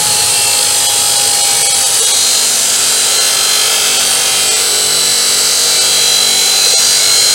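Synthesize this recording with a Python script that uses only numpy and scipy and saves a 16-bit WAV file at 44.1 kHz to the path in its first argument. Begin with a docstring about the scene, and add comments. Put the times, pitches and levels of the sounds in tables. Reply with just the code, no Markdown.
"""An abrasive cut-off saw grinds through square steel tubing, close up in mono.
The same ring of grit is read on every turn of the disc, so the rasp is a dense comb on the sagging shaft speed.
Air noise thickens the roar and spark noise the hiss; the tube wall screeches as sines locked to the disc,
strongest near 4 kHz, and grit-fed resonances squeal in turn. Shaft sines make the motor's hum and whine,
low noise rumbles in the bench, soft low tones burst in, and brief dropouts leave only the strongest partials."""
import sys
import numpy as np
from scipy import signal
from scipy.fft import rfft, irfft
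from scipy.io import wavfile
from scipy.ndimage import uniform_filter1d

SR = 44100
rng = np.random.default_rng(int(sys.argv[2]) if len(sys.argv) > 2 else 0)


def unload_wav(signal):
    """Save mono or channel-first audio to the path in sys.argv[1] as 16-bit WAV at rate SR, clipped to [-1, 1]."""
    wavfile.write(
        sys.argv[1],
        SR,
        np.round(np.clip(np.atleast_2d(signal).T, -1, 1) * 32767).astype(np.int16),
    )


N = 323694
TIME = np.arange(N) / SR  # seconds
BINS = np.fft.rfftfreq(N, 1 / SR)  # Hz
EDGE_HZ = 16000  # top of the sound's band


def amp(db):
    """Decibels to gain."""
    return 10 ** (np.asarray(db) / 20)


def unit(x):
    """Scales to rms 1."""
    return x / np.sqrt(np.mean(x ** 2) + 1e-20)


def steadied(x, seconds):
    """Scales to rms 1 over a sliding span, keeping the faster flutter."""
    size = max(int(seconds * SR / 2), 2)
    power = uniform_filter1d(uniform_filter1d(x ** 2, size), size)
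    return x / np.sqrt(power + 1e-20)


def curves(rows):
    """One curve in time for each value column."""
    seconds, *columns = np.transpose(rows)
    return [np.interp(TIME, seconds, column) for column in columns]


def colour(points):
    """A spectrum in dB on the frequency bins, drawn through points on a log frequency axis."""
    hz, db = np.transpose(points)
    return np.interp(np.log(BINS + 1), np.log(hz), db)


def band(lo_hz, hi_hz, order=8):
    """Gain of a band with steep edges."""
    low_edge = 1 + (lo_hz / (BINS + 1)) ** (2 * order)
    high_edge = 1 + (BINS / hi_hz) ** (2 * order)
    return (low_edge * high_edge) ** -.5


def drift(rate_hz, size=4096):
    """Slow random motion of rms 1."""
    hz = np.fft.rfftfreq(size, N / SR / size)
    slow = irfft(rfft(rng.standard_normal(size)) / (1 + (hz / rate_hz) ** 4))
    return np.interp(TIME, np.linspace(0, TIME[-1], size), unit(slow))


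def resonate(x, hz, width):
    """A steep resonance that follows the curve hz: shift down to zero, low-pass, shift back up."""
    turn = np.exp(2j * np.pi * np.cumsum(hz * np.ones(len(x))) / SR)
    return (turn * signal.lfilter(*signal.butter(2, width / 2, fs=SR), x / turn)).real


def swell(start, end, fade_s):
    """Rise, hold and release; a sound under way at either end of the scene keeps its strength there."""
    rise = np.clip((TIME - start) / fade_s, 0, 1) if start > fade_s / 2 else 1
    fall = np.clip((end - TIME) / fade_s, 0, 1) if end < TIME[-1] - fade_s / 2 else 1
    return rise * fall


# The shaft, sagging under load. Each row: time in seconds, speed in turns per second.
SHAFT_SPEED = [(0, 52.57), (.3, 52.04), (1, 51.22), (1.9, 50.09), (2.2, 49.49), (2.8, 48.94), (3.4, 48.66),
               (3.65, 48.62), (4.2, 48.3), (4.6, 47.77), (5.4, 47.71), (5.8, 47.63), (6.25, 47.79),
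               (6.7, 48.29), (7.1, 48.57), (7.34, 48.6)]


def shaft():
    """Speed of the shaft and the turns it has made, the clock for everything locked to the disc."""
    speed = curves(SHAFT_SPEED)[0]
    return speed, np.cumsum(speed) / SR


# How well the grit pattern lasts from turn to turn; low when grains break away.
# Each row: time in seconds, steadiness from 0 to 1.
GRIT_STEADINESS = [(0, 0.41), (.5, 0.61), (1.5, 0.62), (1.9, 0.56), (2.45, 0.74), (2.7, 0.55), (3.2, 0.65),
                   (3.5, 0.9), (4.05, 0.74), (4.5, 0.84), (4.8, 0.856), (6.1, 0.86), (6.55, 0.87),
                   (6.72, 0.43), (6.9, 0.76), (7.34, 0.81)]


def grit_steadiness():
    """How faithfully each turn of the rim repeats the last."""
    return np.clip(curves(GRIT_STEADINESS)[0], 0, .99)


def grit(turns, steady, wear=0.57, loose=1.0, size=4096):
    """Force of the rim on the steel: one ring of grains read again each turn and slowly worn into a new one."""
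    rim = rng.standard_normal((int(turns[-1]) + 2, size))
    steady_by_turn = np.interp(np.arange(len(rim)), turns, steady)
    kept = np.clip(1 - wear * (1 - steady_by_turn) ** 1.3, 0, .995)
    for k in range(1, len(rim)):
        rim[k] = kept[k] * rim[k - 1] + np.sqrt(1 - kept[k] ** 2) * rim[k]
    # the contact patch smooths away the finest detail
    track = signal.lfilter(*signal.butter(8, 1 / 6), rim.ravel())
    repeating = unit(np.interp(turns * size, np.arange(len(track)), track))
    # grains and chips that break loose never repeat
    share = np.clip(loose * (1 - steady), 0, 1)
    return np.sqrt(1 - share) * repeating + np.sqrt(share) * rng.standard_normal(N)


def lobes(turns, top=7):
    """The uneven rim bears on the steel in the same rhythm on every turn."""
    return unit(sum(np.cos(2 * np.pi * (k * turns + rng.random())) / np.sqrt(k)
                    for k in range(2, round(top) + 1)))


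def ripple(depth_db=3.0, count=700):
    """Countless weak modes and echoes from the bench and wall ripple the spectrum, in dB."""
    knots_hz = np.linspace(0, SR / 2, count)
    return depth_db * np.interp(BINS, knots_hz, np.clip(rng.standard_normal(count), -2, 2))


# Colour of the grinding as the disc enters, then deep in the cut.
# Each row: frequency in Hz, relative spectral level in dB.
ENTERING_COLOUR = [(60, -36), (200, -10), (330, -9), (450, -0.5), (680, -3), (1050, -5.5), (1450, -7),
                   (1900, -7.5), (3000, -0.5), (4500, 5.5), (5500, 1), (8500, 6), (10700, -0.5),
                   (12800, -11), (16000, -13.5)]
DEEP_COLOUR = [(60, -48), (200, -20), (330, -12), (450, -3), (650, -5), (1000, -7.5), (1400, -6),
               (1900, -8.5), (3000, -3), (4500, 0.5), (6200, -2.5), (8400, 0.5), (10000, -4.5),
               (12800, -17), (16000, -18.5)]
# Lasting resonances of tube, disc and guard.
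# Each row: frequency in Hz, width in Hz, relative height in dB before the ringing factor.
BODY_RESONANCES = [(1330, 110, 4.5), (1453, 90, 5.2), (1700, 70, 3), (2239, 90, 2.2), (2480, 70, 3),
                   (2692, 90, 2.7), (2961, 90, 3.5), (3215, 70, 4.5), (3338, 50, 3), (3822, 49, 3.2),
                   (4727, 59, 4.6), (4931, 50, 3.2), (5792, 61, 2.5), (5900, 79, 7.2), (6126, 90, 6.0),
                   (6525, 90, 5.5), (6718, 52, 4.0), (7009, 90, 4.8), (7343, 90, 5.3), (7773, 90, 4.8),
                   (8040, 80, 4), (8300, 90, 4), (9020, 120, 5.5), (9646, 80, 3.5), (10220, 130, 5.5),
                   (10580, 90, 3.5), (10874, 80, 4.9), (11220, 90, 5), (11779, 120, 5.7), (12317, 90, 3.4)]
# How hard the hand feeds the disc into the steel. Each row: time in seconds, feed in dB.
HAND_FEED = [(0, 0), (2.1, -0.5), (2.6, -0.66), (3.7, .5), (5, -0.7), (5.8, -0.3), (6.4, -0.5), (7.34, 0)]
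# Lift of the rasp's shrill band, 5 to 7.1 kHz. Each row: time in seconds, lift in dB.
SHRILL_LIFT = [(0, -1.5), (1.5, 0), (2.2, 1.5), (2.9, 0.7), (3.6, -1), (4.3, -.5), (4.7, -2), (5.2, 0),
               (5.65, 0), (6.1, -0.5), (6.5, 1), (6.82, 2), (7.05, 0.5), (7.34, 1.5)]


def grinding(force, depth, roar_db=-24, rasp_db=-13.0, hiss_db=-22.0, roar_feed=2.05, deep_roar_db=0.8,
             deep_hiss_db=-1.1, air=0.68, low_air=0.95, sparks=0.42, ringing=0.56):
    """The force shakes tube, disc and guard; rushing air adds to the roar, the spark stream to the hiss."""
    body_db = ringing * sum(db / (1 + (2 * (BINS - hz) / width) ** 2) for hz, width, db in BODY_RESONANCES)
    # the weak modes shift as the slot opens
    early = amp(colour(ENTERING_COLOUR) + body_db + ripple())
    late = amp(colour(DEEP_COLOUR) + body_db + ripple())

    def radiate(spectrum):
        """One band of the sound, whose colour shifts with the depth of the cut."""
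        entering, deep = irfft(spectrum * early, N), irfft(spectrum * late, N)
        return steadied((1 - depth) * entering + depth * deep, 0.51)

    feed = curves(HAND_FEED)[0]
    grains, rush = rfft(force), rfft(rng.standard_normal(N))
    # the thin disc radiates little bass: down there the air alone is heard
    rushing_air = rush * (air * band(703, 2250) + low_air * band(60, 763, order=4))
    roar = radiate(grains * band(1070, 2267, order=7) + rushing_air)
    roar *= amp(roar_db + roar_feed * feed + deep_roar_db * depth)
    rasp = radiate(grains * band(2530, 9400, order=12)) * amp(rasp_db + feed)
    hiss = radiate((grains + sparks * rush) * band(10470, 21000, order=12))
    hiss *= amp(hiss_db + feed + deep_hiss_db * depth)
    shrill = irfft(rfft(rasp) * band(5000, 7100), N) * (amp(curves(SHRILL_LIFT)[0]) - 1)
    return roar + rasp + shrill + hiss


# Squeals of tube and disc. 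Each row: start in seconds, end in seconds, starting pitch in Hz,
# width in Hz before the spread, level in dB before the common trim.
SQUEAL_NOTES = [(0, 0.89, 4300, 80, -22), (.05, 2.2, 8500, 221, -21.5), (.1, 2.4, 8500, 200, -25),
                (0, 2.3, 9200, 180, -26), (0, 1.7, 2740, 60, -34), (.4, 1.8, 7860, 128, -31),
                (0.401, 1.5, 5110, 260, -25), (1.2, 2.5, 3380, 80, -34), (.9, 1.9, 4330, 161, -23.5),
                (1.3, 1.82, 2280, 51.3, -26.5), (1.55, 2.2, 10200, 390, -20), (1.55, 2.7, 3880, 90, -28),
                (1.5, 2.3, 2945, 60.3, -34), (1.5, 3.2, 6140, 89.8, -29), (2.05, 3.3, 8650, 307, -22),
                (2.099, 3.2, 7340, 217, -18.5), (2.6, 2.93, 7900, 298, -15), (3, 6.5, 2850, 50, -36),
                (2.6, 4.7, 1440, 200, -31.5), (3.1, 4.1, 2640, 262, -27), (3.55, 4.6, 4570, 142, -24),
                (4, 4.27, 9130, 225, -12.5), (4.2, 6.1, 8530, 202, -22.5), (4.3, 6.2, 7970, 200, -17.5),
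                (4.4, 6.1, 4480, 109, -22), (5.4, 8.2, 6720, 603, -18.5), (5.6, 6.2, 2300, 50.3, -26.5),
                (6.2, 6.4, 4660, 90.7, -21), (6.2, 7.1, 5900, 160, -23.5), (6.6, 7.34, 8260, 500, -16.5),
                (6.85, 7.34, 2230, 50, -27), (0, 2.06, 4130, 160, -26.5), (6.5, 7.34, 4040, 160, -18.5),
                (6.45, 7.1, 4650, 160, -21), (6.6, 7.34, 3230, 80, -25)]


def squeals(force, turns, speed, fade_s=0.147, level_db=-4.0, throb=0.49, spread=1.1):
    """Squeals swell and fade as the contact moves round the tube; pitch follows the shaft.
    Each is fed most at one angle of the disc."""
    out = np.zeros(N)
    for (start, end, hz, width, db), angle in zip(SQUEAL_NOTES, rng.random(len(SQUEAL_NOTES))):
        envelope = swell(start, end, fade_s)
        on = envelope > 0
        ring = resonate(force[on], hz * speed[on] / speed[on][0], width * spread)
        feeding = 1 + throb * np.cos(2 * np.pi * (turns[on] + angle / 2))
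        out[on] += amp(db + level_db) * steadied(ring * feeding, 0.081) * envelope[on]
    return out


# Screeches, where the wall's vibration locks to the disc. Each row: start in seconds, loudest moment
# in seconds, end in seconds, cycles per turn, peak level in dB before the common trim and waver.
SCREECH_NOTES = [(-0.12, 0.58, 0.98, 102, -30.0), (-0.12, 0.98, 1.1, 96, -30.3),
                 (-0.12, 0.98, 2.08, 57, -31.8), (0.04, 0.26, 0.38, 77, -25.8),
                 (0.06, 0.18, 0.3, 82, -25.8), (0.06, 0.18, 0.3, 113, -28.8), (0.06, 0.18, 0.88, 83, -25.8),
                 (0.2, 0.42, 0.64, 52, -28.1), (0.34, 0.74, 0.86, 84, -28.1),
                 (0.44, 1.54, 1.94, 115, -31.4), (0.54, 0.66, 1.36, 119, -30.3),
                 (0.58, 1.15, 1.45, 65, -28.5), (0.7, 0.82, 1.52, 79, -27.7),
                 (0.92, 1.14, 1.84, 103, -27.9), (0.98, 1.38, 1.78, 85, -28.2),
                 (1.02, 1.14, 1.36, 98, -26.6), (1.06, 1.46, 1.86, 82, -25.8),
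                 (1.1, 1.22, 1.92, 150, -28.3), (1.3, 1.7, 1.82, 66, -28.0), (1.48, 1.7, 1.92, 122, -28.3),
                 (1.5, 1.62, 1.84, 117, -29.7), (1.58, 1.7, 1.82, 86, -26.2), (1.96, 2.18, 2.4, 77, -23.5),
                 (1.98, 2.1, 2.22, 67, -26.4), (2.04, 2.26, 2.66, 84, -18.8), (2.06, 2.18, 2.3, 119, -24.0),
                 (2.06, 2.18, 2.58, 132, -25.5), (2.12, 2.34, 2.56, 124, -27.6),
                 (2.12, 3.22, 3.34, 100, -27.9), (2.28, 2.5, 2.62, 149, -22.3),
                 (2.36, 3.46, 4.56, 27, -33.5), (2.44, 3.54, 4.64, 65, -26.9), (2.58, 2.98, 3.1, 82, -27.3),
                 (2.62, 2.74, 2.86, 133, -25.2), (2.74, 3.14, 3.36, 83, -22.1),
                 (2.76, 3.86, 4.96, 66, -25.4), (3.1, 3.22, 3.62, 85, -21.0),
                 (3.14, 3.54, 3.76, 134, -27.2), (3.22, 3.62, 3.74, 144, -27.1), (3.3, 3.7, 4.4, 83, -28.1),
                 (3.32, 4.42, 5.52, 94, -28.7), (3.34, 3.46, 3.68, 84, -20.6), (3.4, 3.62, 3.74, 85, -25.4),
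                 (3.5, 3.62, 3.74, 66, -25.6), (3.62, 4.02, 4.24, 59, -27.5), (3.9, 4.02, 5.12, 92, -27.9),
                 (4.1, 4.5, 4.62, 51, -30.0), (4.2, 4.42, 4.54, 66, -23.4), (4.48, 4.76, 5.15, 84, -24.0),
                 (4.6, 5.3, 5.42, 84, -18.9), (4.6, 5.3, 5.42, 85, -26.4), (4.84, 5.94, 7.04, 99, -26.0),
                 (5.24, 5.94, 6.34, 85, -17.6), (5.32, 6.02, 6.24, 141, -26.2),
                 (5.82, 5.94, 6.64, 68, -22.3), (5.88, 6.1, 6.22, 124, -24.1), (5.88, 6.58, 6.7, 84, -14.7),
                 (6.06, 6.18, 6.3, 84, -19.5), (6.12, 6.34, 6.74, 67, -23.4), (6.22, 6.34, 6.56, 46, -29.3),
                 (6.28, 6.98, 7.2, 95, -27.4), (6.3, 6.42, 6.64, 123, -26.0), (6.36, 7.06, 7.46, 83, -19.7),
                 (6.38, 6.5, 7.2, 85, -23.5), (6.46, 6.58, 6.7, 83, -25.0), (6.54, 6.66, 7.36, 84, -22.9),
                 (6.6, 6.82, 7.04, 122, -24.4), (6.7, 6.82, 6.94, 139, -22.1), (6.78, 6.9, 7.02, 97, -20.5),
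                 (6.78, 6.9, 7.3, 98, -27.5), (6.82, 7.22, 7.44, 143, -22.8), (6.92, 7.14, 7.54, 45, -29.0),
                 (6.92, 7.14, 7.54, 138, -25.1), (7.02, 7.14, 7.54, 85, -15.7),
                 (7.1, 7.22, 7.44, 66, -23.2)]


def screech(turns, level_db=-.2, throb=0.092, jitter=0.03, waver_db=0.57, fullness=1.24):
    """The wall swings a whole number of times per turn, a near-pure tone that builds up and dies away.
    Neighbouring tones beat once a turn."""
    out = np.zeros(N)
    unrest = jitter * drift(25)  # in cycles
    for cycles in sorted({row[3] for row in SCREECH_NOTES}):
        power = np.zeros(N)
        for start, loudest, end, _, db in (row for row in SCREECH_NOTES if row[3] == cycles):
            on = (TIME > start) & (TIME < end)
            ramp = np.interp(TIME[on], [start, loudest, end], [0, 1, 0])
            power[on] += amp(db) ** 2 * np.sin(np.pi / 2 * ramp) ** fullness
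        on = power > 0
        tone = np.sin(2 * np.pi * (cycles * turns[on] + rng.random() + unrest[on]))
        out[on] += np.sqrt(2 * power[on]) * tone * amp(level_db + waver_db * drift(14)[on])
    return out * (1 + throb * np.cos(2 * np.pi * turns))


# Motor and shaft tones, each changing level as the shaft slows past its own speed.
# Each row: multiple of the shaft speed, level running fast in dB, level under load in dB,
# changeover in turns per second. Both levels waver.
MOTOR_TONES = [(1, -59, -55, 48.2), (2, -43.5, -50.5, 50.2), (3, -53, -45, 48.5), (4, -53, -47.5, 48.9),
               (5, -53, -42, 49.7), (6, -56, -48.5, 48.9), (8, -51, -39.5, 49), (9, -43, -37, 48.8),
               (10, -42, -35.5, 48.5), (11, -45.5, -41.5, 48.9), (13, -57, -45, 48.8)]


def motor(turns, speed, changeover=0.074, waver_db=2.5, jitter=0.04):
    """Shaft harmonics, most of which grow as the load drags the speed down."""
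    hum = np.zeros(N)
    for multiple, fast_db, loaded_db, change_speed in MOTOR_TONES:
        load = (1 + np.tanh((change_speed - speed) / changeover)) / 2
        level = fast_db + (loaded_db - fast_db) * load + waver_db * drift(2.7)
        hum += amp(level) * np.sin(2 * np.pi * (round(multiple) * turns + rng.random() + jitter * drift(7.3)))
    return np.sqrt(2) * hum  # levels are rms


# The bench's rumble. Each row: time in seconds, level in dB before the trim.
BENCH_RUMBLE = [(0.0, -28.5), (0.57, -39.5), (1.59, -37.5), (1.86, -42.5), (5.66, -43.5), (6.48, -50.5),
                (6.85, -41), (7.34, -38)]


def bench(level_db=-2):
    """The saw's base shakes the sheet-metal bench top, a low band of noise."""
    shake = irfft(rfft(rng.standard_normal(N)) * band(99, 144, order=4), N)
    return unit(shake) * amp(curves(BENCH_RUMBLE)[0] + level_db)


# The motor's whine. Each row: time in seconds, level in dB before the waver.
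WHINE_LEVEL = [(0, -23.5), (.33, -31), (.55, -27.5), (.8, -29.5), (1.3, -26.5), (1.8, -29.5), (2.05, -37.5),
               (2.7, -39), (3.6, -35), (4.45, -33.5), (5.6, -39), (6.3, -33), (6.55, -31), (6.9, -37.5),
               (7.34, -43)]


def whine(turns, level_db=0, waver_db=1.0, jitter=0.036, order=16):
    """The motor's whine, a sine 16 times a turn: strongest at first, mostly fainter deep in the cut."""
    level = curves(WHINE_LEVEL)[0] + level_db + waver_db * drift(36)
    return amp(level) * unit(np.sin(2 * np.pi * (order * turns + jitter * drift(40))))


# The disc bounces, and one band of the sound pulses once a turn. Each row: start in seconds,
# end in seconds, low edge in Hz, high edge in Hz, depth of the pulse (no unit).
CHATTER_SPELLS = [(.1, .95, 2500, 3400, 0.2), (.45, 0.851, 4000, 4680, 0.51),
                  (0.918, 1.5, 2550, 3530, 0.41), (1.2, 1.55, 4550, 5200, 0.28),
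                  (1.402, 1.902, 7300, 9200, 0.28), (2.1, 2.8, 2900, 3500, 0.26),
                  (3.2, 3.7, 6550, 7500, .35), (3.25, 3.7, 3800, 4300, 0.21), (3.5, 4.45, 2950, 3450, 0.28),
                  (4.051, 4.345, 5100, 7400, 0.29), (4.65, 5.203, 4900, 5800, 0.31),
                  (6.15, 6.6, 3000, 3700, 0.3)]


def chatter(sound, turns, fade_s=.12, scatter=0.22):
    """The bouncing disc gathers a band into one pulse per turn, its power evened out over each spell."""
    out, spectrum = sound.copy(), rfft(sound)
    for (start, end, lo_hz, hi_hz, depth), angle in zip(CHATTER_SPELLS, rng.random(len(CHATTER_SPELLS))):
        envelope = swell(start, end, fade_s)
        on = envelope > 0
        pulse = unit(np.exp(depth * np.cos(2 * np.pi * (turns[on] + scatter * angle))))
        out[on] += irfft(spectrum * band(lo_hz, hi_hz), N)[on] * (pulse - 1) * envelope[on]
    return out


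# Brief dropouts, when the noise drops out and the strongest partials hold on. Each row: centre in seconds,
# length in seconds, number of partials left, tilt of their roar in dB, tilt of their hiss in dB.
DROPOUT_MOMENTS = [(.878, .023, 48, -8, -2), (1.175, .018, 48, -3, 0), (1.43, .022, 44, -4, -2),
                   (1.64, .02, 42, 0, -3), (1.685, .023, 28, -2, -4), (1.735, .019, 42, -1, -2),
                   (1.85, .021, 44, -4, -1), (2.012, .02, 44, -1, -6), (2.06, .018, 44, -1, -7),
                   (2.13, .019, 42, 0, -9), (3.195, .019, 44, 0, -5), (3.985, .019, 44, 0, -12),
                   (4.5, .019, 42, -1, -6), (4.55, .019, 40, 0, -6), (5.8, .019, 46, 0, -12),
                   (6.762, .042, 44, -1, -14), (7.19, .022, 50, -6, -2)]


def dropout(sound, ring_db=0, size=8192):
    """For a moment the noise drops out and the partials that stand out most hold on as a steady chord."""
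    out, hz = sound.copy(), np.fft.rfftfreq(size, 1 / SR)
    t = (np.arange(size) - size // 2) / SR
    window = np.exp(-(t / .008) ** 2)
    for centre, length, count, roar_db, hiss_db in DROPOUT_MOMENTS:
        at = round(centre * SR) - size // 2
        source, part = sound[at:at + size], out[at:at + size]
        spectrum = rfft(np.fft.ifftshift(source * window))
        level = np.log(abs(spectrum) + 1e-9)
        peaks = signal.find_peaks(level)[0]
        peaks = peaks[(hz[peaks] > 350) & (hz[peaks] < EDGE_HZ)]
        # rank the peaks by how far they rise above their surroundings
        standing = level - .8 * uniform_filter1d(level, size=500)
        kept = peaks[np.argsort(-standing[peaks])[:count]]
        tilt_db = np.interp(hz[kept], [850, 1000, 2200, 2600, 10000, 11000],
                            [0, roar_db, roar_db, 0, 0, hiss_db])
        partials = spectrum[kept] * amp(tilt_db) * np.exp(2j * np.pi * t[:, None] * hz[kept])
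        chord = unit(partials.real.sum(1))
        # longer dropouts are deeper
        gap = min(.6 + length / .075, .97) * np.exp(-abs(2 * t / length) ** 2.5)
        part[:] = part * (1 - gap) + chord * np.std(source) * amp(ring_db) * np.sqrt(gap)
    return out


# Short soft-edged bursts of a low tone near 500 Hz.
# Each row: centre in seconds, pitch in Hz, length in seconds, peak level in dB.
LOW_BURSTS = [(1.18, 570, 0.063, -27), (2.019, 450, 0.024, -19.5), (4.487, 440, 0.1, -26),
              (6.672, 470, 0.011, -18), (6.74, 490, 0.0085, -12.5), (7.186, 480, 0.017, -21)]


def low_bursts():
    """Each burst is one low sine under a bell-shaped envelope."""
    out = np.zeros(N)
    for centre, hz, length, db in LOW_BURSTS:
        envelope = np.exp(-(2 * (TIME - centre) / length) ** 2)
        out += amp(db) * envelope * np.sin(2 * np.pi * (hz * TIME + rng.random()))
    return out


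def scene(wobble=0.05, uneven=.05, flutter=0.046, lock=0.45):
    """One shaft drives the cut; the disc's run-out presses harder once a turn, and the hand's feed flutters."""
    speed, turns = shaft()
    depth = np.interp(TIME, [1.6, 3.4], [0, 1])  # 0 entering, 1 deep in the cut
    pressure = 1 + wobble * np.cos(2 * np.pi * turns) + uneven * lobes(turns) + flutter * drift(31)
    steady = grit_steadiness()
    force = grit(turns, steady) * pressure
    # squeals feed on the rim's high spots, which outlast the fine grit
    high_spots = grit(turns, np.clip(steady + lock * (1 - steady), 0, .99)) * pressure
    steel = grinding(force, depth) + squeals(high_spots, turns, speed) + screech(turns)
    steel = chatter(steel, turns)
    saw = steel + motor(turns, speed) + bench() + whine(turns)
    sound = dropout(saw) + low_bursts()
    return np.array([sound, sound])


def record(dry, ceiling=0.73):
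    """Peaks beyond the ceiling clip; then a steep low-pass limits the band."""
    clipped = np.clip(dry, -ceiling, ceiling)
    lowpass = signal.firwin(511, EDGE_HZ, window=("kaiser", 9), fs=SR)
    return signal.oaconvolve(clipped, lowpass[None], "same")


dry = scene()
out = record(dry)
unload_wav(out)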